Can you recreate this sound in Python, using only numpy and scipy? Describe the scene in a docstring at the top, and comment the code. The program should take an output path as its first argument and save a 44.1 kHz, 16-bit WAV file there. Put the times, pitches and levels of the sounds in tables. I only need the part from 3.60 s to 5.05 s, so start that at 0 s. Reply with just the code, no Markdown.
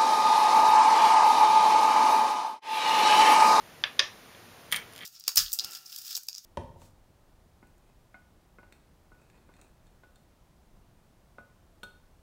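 """A small room, where a glass gem is set down on a wooden game board: one edge taps, it snaps flat and bounces once.
The fingers nudge it as they let go, then reach into a hollow in the board, where gems clink and knock on the wood.
Wood sounds as a sum of decaying modes, contact and glass as decaying coloured noise; the room adds reflections.
A steady hiss with a faint, wavering low hum lies underneath."""
import sys
import numpy as np
from scipy import signal
from scipy.fft import rfft, irfft, next_fast_len
from scipy.io import wavfile

SR = 44100
rng = np.random.default_rng(int(sys.argv[2]) if len(sys.argv) > 2 else 0)


def int16_out(signal):
    """Quantize to a 16-bit WAV file."""
    q = np.round(np.clip(np.atleast_2d(signal).T, -1, 1) * 32767)
    wavfile.write(sys.argv[1], SR, q.astype(np.int16))


N = 63945  # length of the scene in samples


def amp(db):
    """Decibel law: a level in dB as an amplitude factor."""
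    return 10 ** (np.asarray(db) / 20)


def unit(x):
    """Normalisation to an rms of 1."""
    return x / np.sqrt(np.mean(x ** 2) + 1e-20)


def along(points, hz):
    """Logarithmic frequency scale: (f/Hz, value) points joined by straight lines on it."""
    f, value = np.transpose(points)
    return np.interp(np.log(hz + 1), np.log(f + 1), value)


def filtered(x, response):
    """Linear filtering: the spectrum of x times a response of frequency."""
    size = next_fast_len(len(x) + 8192)
    hz = np.fft.rfftfreq(size, 1 / SR)
    return irfft(rfft(x, size) * response(hz), size)[:len(x)]


def cut(x, edge_hz, kind, order):
    """Causal Butterworth filtering, low-pass or high-pass."""
    edge_hz = min(edge_hz, SR / 2 - 1)
    sos = signal.butter(order, edge_hz, kind, fs=SR, output="sos")
    return signal.sosfilt(sos, x)


def noise(spectrum, size):
    """Spectral shaping: white noise coloured by (f/Hz, level/dB) points, with an rms of 1."""
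    white = rng.standard_normal(size)
    return unit(filtered(white, lambda hz: amp(along(spectrum, hz))))


def add(track, s, sound):
    """Superposition: a sound is added to the track from time s."""
    part = track[round(s * SR):][:len(sound)]
    part += sound[:len(part)]


def ring(modes, t, attack_s, hold_s, scatter_db):
    """Modal superposition: struck modes rise, hold, then fade, with random weights at every blow."""
    fading = np.maximum(t - hold_s, 0)
    total = np.zeros(len(t))
    for hz, db, t60 in modes:
        level_db = db + scatter_db * rng.standard_normal()
        total += amp(level_db - 60 * fading / t60) * np.sin(2 * np.pi * hz * t)
    return total * (1 - np.exp(-t / attack_s))


# decay time of the room's tail [f/Hz, t60/s]
ROOM_DECAY = [(200, 0.42), (1000, 0.31), (3000, 0.24), (6000, 0.2), (10000, 0.16), (16000, 0.24)]
# colour of all the reflections [f/Hz, level/dB]
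REFLECTION_COLOUR = [(200, 1.5), (550, 1), (1000, 5), (1750, 2), (2600, 2), (3500, -7), (5500, 1.5),
                     (10000, -6), (16000, -10)]


def in_room(sound, room_db):
    """Reverberation: convolution with a direct pulse, near reflections and a decaying diffuse tail."""
    delay_s = 0.0025  # the first reflections come from the table top and the hand
    near_t60_s, near_db = 0.025, -7.5
    hz, t, bands = signal.stft(rng.standard_normal(SR // 2), SR, nperseg=256)
    room_fade = amp(-60 * t / along(ROOM_DECAY, hz)[:, None])
    near_fade = amp(near_db - 60 * t / near_t60_s)
    tail = signal.istft(bands * (room_fade + near_fade), SR, nperseg=256)[1]
    tail /= np.linalg.norm(tail)
    tail = filtered(tail, lambda hz: amp(along(REFLECTION_COLOUR, hz)))
    gap = np.zeros(round(delay_s * SR))
    response = np.concatenate([[1], gap, amp(room_db) * tail])
    return signal.fftconvolve(sound, response)


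# spectrum of the room hiss, relative density [f/Hz, level/dB]
HISS_SPECTRUM = [(15, -27), (25, -9.5), (75, -10.5), (103, -4.5), (404, -7.5), (475, -6.5), (790, -9),
                 (1500, -11), (2130, -12.5), (6540, -20.5), (7890, -26.5), (10300, -21.5), (15000, -26.5)]


def room_tone():
    """Stationary noise: a steady hiss, and a narrow band of noise that wavers as a faint low hum."""
    hiss_db, hum_db = -52, -70.5  # rms levels
    hum_hz, hum_width_hz = 100.4, 11
    white = rng.standard_normal(N)
    hum = filtered(white, lambda hz: 1 / (1 + ((hz - hum_hz) / hum_width_hz) ** 2))
    return amp(hiss_db) * noise(HISS_SPECTRUM, N) + amp(hum_db) * unit(hum)


# gems jostled in the hollow [t/s, knock on the wood level/dB, glass click level/dB]
HOLLOW_CONTACTS = [(1.112, -38, -44), (1.1175, -48, -27), (1.1236, -35, -23), (1.1251, -17.5, -16),
                   (1.1282, -24.5, -20), (1.1312, -36, -26), (1.1341, -44, -26.5), (1.1408, -46, -31),
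                   (1.1441, -17, -35), (1.1540, -45, -33), (1.1568, -41, -34), (1.1619, -29.5, -19.5),
                   (1.1654, -29.5, -29.5), (1.1701, -31, -30), (1.1896, -40, -45), (1.325, -63, -43),
                   (1.335, -55, -41), (1.3520, -45, -42), (1.3619, -42, -35.5), (1.3792, -59, -35.5),
                   (1.3897, -36.5, -45), (1.4077, -34, -58), (1.4134, -33, -49), (1.4221, -38, -44),
                   (1.4253, -36, -51), (1.4295, -36, -54), (1.4336, -32, -49)]
# modes of the hollow [f/Hz, level/dB, t60/s]
HOLLOW_MODES = [(1023, -24, 0.018), (1450, -16.5, 0.0087), (1780, -12.5, 0.013), (1984, -6.5, 0.013),
                (2206, -3.5, 0.012), (2390, -19, 0.0095), (2710, -9, 0.013), (3180, -2, .012),
                (3340, -9, 0.0058), (4140, -12, 0.0089)]
# spectrum of glass on glass [f/Hz, level/dB]
CLICK_SPECTRUM = [(50, -36), (200, -21), (1000, -10.5), (3000, 3), (6500, -7), (8500, -2), (9700, 3),
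                  (11500, -4), (13500, -3), (16000, -4.5)]
# modes of the board on the table [f/Hz, level/dB, t60/s]
THUD_MODES = [(157, -33.5, .09), (196, -27.5, 0.1)]


def gems_in_hollow():
    """Impact excitation: glass clicks as brief noise, knocks ring the hollow's modes and thud the board."""
    click_t60_s, room_db = 0.0086, -3.5
    radiate_hz = 667  # below this the wall of the hollow hardly moves the air
    track, t = np.zeros(N), np.arange(SR // 2) / SR
    for s, knock_db, click_db in HOLLOW_CONTACTS:
        wood = ring(HOLLOW_MODES, t, attack_s=0.00039, hold_s=0.00044, scatter_db=1.0)
        wood = cut(wood, radiate_hz, "high", order=2)
        click = amp(click_db - 60 * t / click_t60_s) * noise(CLICK_SPECTRUM, len(t))
        thud = ring(THUD_MODES, t, attack_s=0.0044, hold_s=0.0054, scatter_db=3.5)
        add(track, s, in_room(amp(knock_db) * wood + click, room_db))
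        add(track, s, amp(knock_db) * thud)
    return track


# gem on the board [t/s, level/dB, low edge f/Hz, high edge f/Hz set by the hardness of the contact,
# pitch factor on the board's modes, thump of the whole board level/dB]
BOARD_CONTACTS = [(0.2378, -11.5, 650, 3670, .965, -48.5), (.3918, -21.5, 900, 4500, 1, -62),
                  (0.3935, -8, 1140, 6550, 1.005, -35.5), (.4006, -15, 930, 5160, .98, -49),
                  (.7475, -40, 550, 3020, .94, -62), (0.787, -38, 506, 1180, 1, -73)]
# modes of the board under a gem, before the pitch factor [f/Hz, level/dB, t60/s]
BOARD_MODES = [(860, -28.5, 0.044), (1180, -21, 0.024), (1384, -23, 0.013), (1756, -11.5, 0.017),
               (1794, -22, 0.088), (2260, -17, 0.023), (2586, -14, .016), (2847, -18.5, 0.069),
               (3330, -6, 0.0064), (3533, -3, 0.0064), (3650, -20, 0.015), (4490, -18, 0.0052),
               (4915, -7.5, 0.0044), (5036, -12, 0.0079), (5500, -27, 0.0048)]
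# spectrum of the contact noise [f/Hz, level/dB]
CRACK_SPECTRUM = [(300, -24), (1200, 1), (4000, -2.5), (6200, 6.5), (7200, -19), (10000, 7), (12500, 5.5),
                  (15000, -6.5)]
# spectrum of the noisy after-ring: dense upper modes of the wood [f/Hz, level/dB]
GRAIN_SPECTRUM = [(300, -10.5), (900, -5), (1250, 3), (1500, -27), (2000, 2), (2700, 3.5), (4000, 7),
                  (4500, -7), (5600, 4.5), (6900, -7), (9000, -13), (15000, -22)]
# low bending modes of the whole board [f/Hz, level/dB, t60/s]
THUMP_MODES = [(394, -7, 0.069), (548, -1.5, 0.1), (598.6, -8.5, 0.24)]


def gem_on_board():
    """Contact stiffness: each contact rings and bends the board; a harder one has a higher upper edge."""
    crack_db, crack_t60_s = -1, 0.021
    grain_db, grain_t60_s = -23, 0.28
    room_db = -8.5
    track, t = np.zeros(N), np.arange(SR // 2) / SR
    for s, db, low_hz, hard_hz, pitch, thump_db in BOARD_CONTACTS:
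        # scaled time shifts the modes and their decay rates alike
        wood = ring(BOARD_MODES, pitch * t, attack_s=0.00019, hold_s=0.0021, scatter_db=1.0)
        crack = amp(crack_db - 60 * t / crack_t60_s) * noise(CRACK_SPECTRUM, len(t))
        grain = amp(grain_db - 60 * t / grain_t60_s) * noise(GRAIN_SPECTRUM, len(t))
        thump = ring(THUMP_MODES, t, attack_s=0.0056, hold_s=0.0084, scatter_db=0.5)
        direct = cut(wood + crack, low_hz, "high", order=2)
        knock = in_room(direct, room_db)[:len(t)] + grain
        add(track, s, amp(db) * cut(knock, hard_hz, "low", order=4))
        add(track, s, amp(thump_db) * thump)
    return track


def scene():
    """Superposition of the room, the hollow and the board, in mono."""
    return (room_tone() + gems_in_hollow() + gem_on_board())[None]


def record(dry):
    """Band limitation: the sound has a narrow gap near 7.9 kHz and nothing above its top frequency."""
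    gap_hz, gap_width_hz, top_hz = 7900, 380, 15600

    def response(hz):
        """Gaussian gap under a sharp upper limit."""
        gap = 1 - np.exp(-((hz - gap_hz) / gap_width_hz) ** 2)
        return gap * (hz < top_hz)

    return filtered(dry[0], response)[None]


dry = scene()
out = record(dry)
int16_out(out)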